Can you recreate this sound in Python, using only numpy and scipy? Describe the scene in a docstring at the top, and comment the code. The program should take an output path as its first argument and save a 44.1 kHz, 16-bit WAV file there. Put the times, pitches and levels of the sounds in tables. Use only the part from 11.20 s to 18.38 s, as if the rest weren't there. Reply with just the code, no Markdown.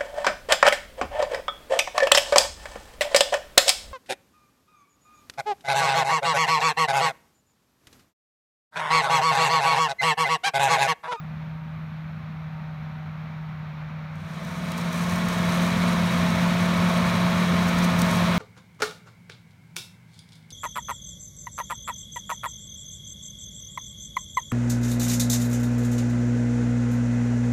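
"""Fan hum and a low exhaust rumble carry across an open field, then dissolve into the same kind of sound close by.
A six-cylinder diesel tractor pulls a plough through corn stubble and drives at the microphone.
Hum and engine tones are sines locked to the crank; close by, the hum beats against the fifth crank order.
Rumble and clatter are coloured noise, and part of the clatter repeats every two crank turns.
Near the microphone dry stalks rustle as tiny random cracks and snap as short swells of bright noise."""
import sys
import numpy as np
from scipy.fft import rfft, irfft
from scipy.io import wavfile
from scipy.ndimage import map_coordinates

SR = 44100
rng = np.random.default_rng(int(sys.argv[2]) if len(sys.argv) > 2 else 0)


def to_wav(sig):
    """Store sig (one row per channel, or 1-D mono) as 16-bit WAV at the path in sys.argv[1].

    Samples outside -1..1 are clipped; the rate is SR.
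    """
    pcm = np.clip(np.atleast_2d(sig), -1, 1) * 32767
    pcm = np.round(pcm).astype(np.int16)
    wavfile.write(sys.argv[1], SR, pcm.T)  # frames by channels


N = 316638
TIME = np.arange(N) / SR
BINS = np.maximum(np.arange(N // 2 + 1) * SR / N, 1)   # Hz
DISSOLVE_AT_S, DISSOLVE_S = 2.875, 1.4   # the far sound gives way to the near one


def from_db(db):
    """Decibels to gain."""
    return 10 ** (np.asarray(db) / 20)


def rms_one(x):
    """Scale to unit power."""
    return x / np.sqrt(np.mean(x ** 2) + 1e-20)


def drift(rate):
    """Slow random wander of spread 1 that changes about rate times a second."""
    smooth = 1 / (1 + (BINS / rate) ** 2)
    return rms_one(irfft(rfft(rng.standard_normal(N)) * smooth, N))


def coloured(white, spectrum):
    """Give a white signal of unit power a spectrum of (frequency [Hz], density [dB per Hz])."""
    hz, db = np.transpose(spectrum)
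    density_db = np.interp(np.log(BINS), np.log(hz), db)
    gain = from_db(density_db) * np.sqrt(SR / 2)   # unit power is spread over SR / 2 Hz
    return irfft(rfft(white) * gain, N)


def shaped(x, bells):
    """Raise or lower narrow bands, given as (frequency [Hz], width [Hz], gain [dB])."""
    gain_db = sum(db / (1 + (2 * (BINS - hz) / width) ** 2) for hz, width, db in bells)
    return irfft(rfft(x) * from_db(gain_db), N)


def swell(centre_s, width_s):
    """A smooth bell-shaped rise and fall of height 1 around a moment."""
    widths_away = (TIME - centre_s) / width_s
    return np.exp(-0.5 * np.minimum(widths_away ** 2, 100))


def tone(cycles):
    """A sine of unit power."""
    return np.sqrt(2) * np.cos(2 * np.pi * cycles)


def crank_turns(speed_curve):
    """Engine speed summed to crank angle in turns, zero at the moment when fan and crank are in step."""
    in_step_s = 5.03
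    seconds, rpm = np.transpose(speed_curve)
    turns = np.cumsum(np.interp(TIME, seconds, rpm)) / SR / 60
    return turns - np.interp(in_step_s, TIME, turns)


def fan(turns, blades_per_turn, harmonics, flutter_db):
    """Passing blades hum at a fixed ratio to the crank, in sines whose common level flutters."""
    hum = sum(from_db(db) * tone(k * blades_per_turn * turns) for k, db in harmonics.items())
    return from_db(flutter_db * drift(6.0)) * hum


def engine_tones(turns, orders, jitter_turns, fade_db):
    """Crank orders; uneven running blurs the high ones, and moving air fades each on its own."""
    uneven_turns = turns + jitter_turns * drift(3.8)
    return sum(from_db(db + fade_db * drift(2.1)) * tone(order * uneven_turns)
               for order, db in orders.items())


def clatter(turns, spectrum, repeat_share, firing_depth):
    """The same knocks return every two crank turns, amid fresh noise that swells with each firing."""
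    cycle = rng.standard_normal(int(2 * N / (turns[-1] - turns[0])))
    place_in_cycle = turns / 2 % 1 * len(cycle)
    knocks = rms_one(map_coordinates(cycle, [place_in_cycle], order=3, mode="grid-wrap"))
    firing = np.cos(2 * np.pi * 3 * turns)   # three cylinders fire in each turn
    fresh = rms_one(rng.standard_normal(N) * (1 + firing_depth * firing))
    # the knocks ring in the block's range; share is their part of the power in each band
    block_range = np.interp(BINS, [600, 1500, 3500, 7000], [0, 1, 1, 0])
    share = np.clip(repeat_share * block_range, 0, 1)
    mixed = np.sqrt(share) * rfft(knocks) + np.sqrt(1 - share) * rfft(fresh)
    return coloured(irfft(mixed, N), spectrum)


def far_tractor():
    """Across the field the fan hum carries best, engine tones come and go, and clatter slowly comes through."""
    # engine speed under the drag of the plough: (time [s], speed [revolutions per minute])
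    far_rpm = [(0.0, 1909), (0.4, 1951), (0.62, 1934), (1.32, 1932), (1.68, 1897), (2.12, 1930),
               (2.56, 1886), (2.73, 1909), (3.4, 1936)]
    # fan hum before trim: {multiple of the blade rate: level [dB rms]}
    far_fan = {1: -35, 3: -75, 4: -65.5}
    # engine tones before trim and fading: {order [cycles per crank turn]: level [dB rms]}
    far_orders = {1.5: -65, 2: -62, 2.5: -58, 3: -53, 6: -57, 7: -62, 12: -74, 16: -72, 18: -64, 24: -62,
                  28.85: -63, 35.5: -68, 45: -70, 48: -68}
    # exhaust and tyre rumble before trim: (frequency [Hz], density [dB per Hz])
    far_rumble = [(15, -107), (30, -90), (50, -76), (85, -65.5), (130, -65.5), (205, -65.5), (250, -76),
                  (300, -86.5), (600, -105), (3000, -160)]
    # injectors, valves and gears, dulled by air and ground, before trim: (frequency [Hz], density [dB per Hz])
    far_clatter = [(150, -105), (330, -89.5), (520, -86.5), (620, -79.5), (900, -79), (1300, -77),
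                   (1700, -82), (2350, -82), (2900, -91.5), (3900, -92), (5600, -103), (7000, -110),
                   (8500, -122), (16000, -145)]
    low_trim_db, tones_trim_db = 0.03, 0.5
    clatter_start_db, clearing_db_per_s = -1.97, 0.96

    turns = crank_turns(far_rpm)
    hum = fan(turns, 4.885, far_fan, flutter_db=0.64)   # blades per crank turn
    rumble = coloured(rng.standard_normal(N), far_rumble)
    knocking = clatter(turns, far_clatter, repeat_share=0.058, firing_depth=0.02)
    block = knocking * from_db(0.5 * drift(5))
    tones = engine_tones(turns, far_orders, jitter_turns=0.0019, fade_db=3.0)
    low = from_db(low_trim_db) * (hum + rumble)
    clearing = from_db(clatter_start_db + clearing_db_per_s * TIME)
    return low + clearing * block + from_db(tones_trim_db) * tones


def stubble(grains_per_s, size_spread_db, clump_db):
    """Dry stalks rustle in tiny random cracks, which swell when a whole clump crumples."""
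    # spectrum of the rustle before its trim: (frequency [Hz], density [dB per Hz])
    stalk_spectrum = [(1500, -112), (4000, -83), (6000, -81), (8500, -84), (12500, -91), (16000, -99)]
    # clumps that crumple: (time [s], power added relative to the steady rustle [dB], bell width [s])
    crunches = [(3.3, 1, .05), (3.587, 7.5, 0.026), (3.782, 7.5, 0.042), (3.927, 5, 0.041), (4.35, 3, 0.21),
                (6.81, 6.5, 0.019), (6.91, 6.5, 0.053)]
    rustle_trim_db = -2

    born = rng.random(N) < grains_per_s / SR
    size_db = size_spread_db * np.minimum(rng.exponential(1, N), 4)
    grains = born * from_db(size_db) * rng.standard_normal(N)
    added_power = sum((from_db(db) * swell(s, width_s)) ** 2 for s, db, width_s in crunches)
    crushing = np.sqrt(1 + added_power)
    level = from_db(rustle_trim_db + clump_db * drift(28))
    return coloured(rms_one(grains) * crushing * level, stalk_spectrum)


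def snaps():
    """Fibres of a stalk give way in a quick, bright swell of noise; small ones snap at random."""
    # a snapping stalk at 0 dB: (frequency [Hz], density [dB per Hz])
    snap_spectrum = [(1500, -112), (4000, -86), (6000, -82.5), (8500, -86), (12500, -90), (16000, -95)]
    # stalks that snap outright: (time [s], peak level on the snap spectrum [dB], bell width [s])
    large = [(2.957, 13, .002), (3.25, 10, .003), (3.52, 16.5, .002), (3.58, 14, 0.0018), (3.73, 11, .004),
             (3.961, 11, .002), (4.087, 12, .002), (6.488, 6.5, .008), (6.588, 11, .004),
             (6.646, 10.5, .004), (6.794, 12.5, 0.0067), (6.8187, 22.5, 0.0013)]
    small_per_s, small_loudest_db, small_spread_db, small_width_s = 5.5, 3, 8, 0.0015

    draws = rng.random((int(small_per_s * TIME[-1]), 2))
    small = [(TIME[-1] * when, small_loudest_db - small_spread_db * size, small_width_s)
             for when, size in draws]
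    tearing = sum(from_db(db) * swell(s, width_s) for s, db, width_s in large + small)
    return coloured(tearing * rng.standard_normal(N), snap_spectrum)


def near_tractor():
    """Close by, a faster engine with bright clatter grows as distance shrinks; fan and fifth order beat."""
    # engine speed under the drag of the plough: (time [s], speed [revolutions per minute])
    near_rpm = [(3.4, 2177), (3.68, 2114), (4.02, 2184), (4.27, 2138), (4.62, 2185), (4.8, 2145),
                (5.5, 2169), (6.45, 2173), (7.18, 2146)]
    # fan hum before trim and distance: {multiple of the blade rate: level [dB rms]}
    near_fan = {1: -23.5, 2: -52.5, 3: -47.5, 4: -54.5, 5: -47}
    # engine tones before trim, fading and distance: {order [cycles per crank turn]: level [dB rms]}
    near_orders = {1.5: -52.5, 2.5: -44.5, 5: -40, 6: -36.5, 10: -49, 12: -49.5, 18: -39, 20: -50, 25.5:
                   -53.5, 29: -49, 30: -43.5, 34: -50.5, 35.5: -47, 39.5: -50.5, 40.5: -53, 49.5: -50.5, 51:
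                   -59, 61.5: -52, 63: -51, 91: -58}
    # exhaust and tyre rumble before trim and distance: (frequency [Hz], density [dB per Hz])
    near_rumble = [(15, -100), (30, -84), (55, -59.5), (75, -62.5), (95, -51), (150, -55), (240, -51),
                   (300, -67.5), (600, -118), (3000, -140)]
    # injectors, valves and gears before trim and distance: (frequency [Hz], density [dB per Hz])
    near_clatter = [(150, -95), (330, -65.5), (430, -67), (520, -60.5), (700, -59.5), (780, -68.5),
                    (880, -61), (1100, -59), (1450, -64), (1950, -65.5), (2350, -63.5), (2750, -70.5),
                    (3900, -70), (6000, -78), (16000, -95)]
    # resonances of the block and its covers: (frequency [Hz], width [Hz], gain [dB])
    block_rings = [(1070, 57, 3), (1280, 39, 2.5), (1440, 56, 3), (1786, 85, 3), (2245, 99, 2),
                   (3293, 41, 5), (3850, 160, 2.5)]
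    start_distance_m, speed_m_per_s = 31.3, 1.98   # distance when the dissolve starts
    hum_trim_db, engine_trim_db, block_trim_db = -1.5, -1.35, -0.95
    rumble_trim_db, rumble_rise_db_per_s = -2, 0.24   # the rumble gains a little faster than the rest

    turns = crank_turns(near_rpm)
    driven_s = TIME - DISSOLVE_AT_S
    # just under five blades per crank turn: about five beats a second against the fifth order
    hum = from_db(hum_trim_db) * fan(turns, 4.8614, near_fan, flutter_db=0.54)
    rumble_gain = from_db(rumble_trim_db + rumble_rise_db_per_s * driven_s)
    rumble = rumble_gain * coloured(rng.standard_normal(N), near_rumble)
    knocking = clatter(turns, near_clatter, repeat_share=0.26, firing_depth=0.04)
    block = shaped(knocking, block_rings) * from_db(block_trim_db + 0.45 * drift(7))
    tones = engine_tones(turns, near_orders, jitter_turns=0.00089, fade_db=1.2)
    engine = from_db(engine_trim_db) * (block + tones)
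    distance_m = np.maximum(start_distance_m - speed_m_per_s * driven_s, 1)
    return start_distance_m / distance_m * (hum + rumble + engine)


def dissolve():
    """Gains of the far and the near sound: one fades out as the other fades in."""
    fade_out_bend, fade_in_bend = 0.78, 1   # 1 is a straight fade
    part = np.clip((TIME - DISSOLVE_AT_S) / DISSOLVE_S, 0, 1)
    return (1 - part) ** fade_out_bend, part ** fade_in_bend


def scene():
    """The open field: no walls, only the tractor and the stubble."""
    far_gain, near_gain = dissolve()
    far = far_tractor()
    rustle = stubble(grains_per_s=9800, size_spread_db=3.5, clump_db=2.2)
    close_by = rustle + snaps() + near_tractor()
    return (far_gain * far + near_gain * close_by)[None]


def record(dry):
    """A small microphone adds its hiss, its port cancels narrow bands, and the top is cut."""
    # hiss before the port dips: (frequency [Hz], density [dB per Hz])
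    mic_hiss = [(3000, -125), (9000, -117), (9400, -114.5), (10000, -117), (13000, -115), (13600, -116),
                (14100, -108.5), (14600, -116.5), (16000, -120)]
    # narrow bands that the port weakens: (frequency [Hz], width [Hz], gain [dB])
    port_dips = [(4880, 740, -4.5), (7570, 1230, -4.5), (10450, 740, -5.5)]
    cutoff_hz = 15800

    hiss = coloured(rng.standard_normal(N), mic_hiss)
    heard = shaped(dry + hiss, port_dips)
    low_pass = 1 / np.sqrt(1 + (BINS / cutoff_hz) ** 300)   # very steep
    return irfft(rfft(heard) * low_pass, N)


dry = scene()
out = record(dry)
to_wav(out)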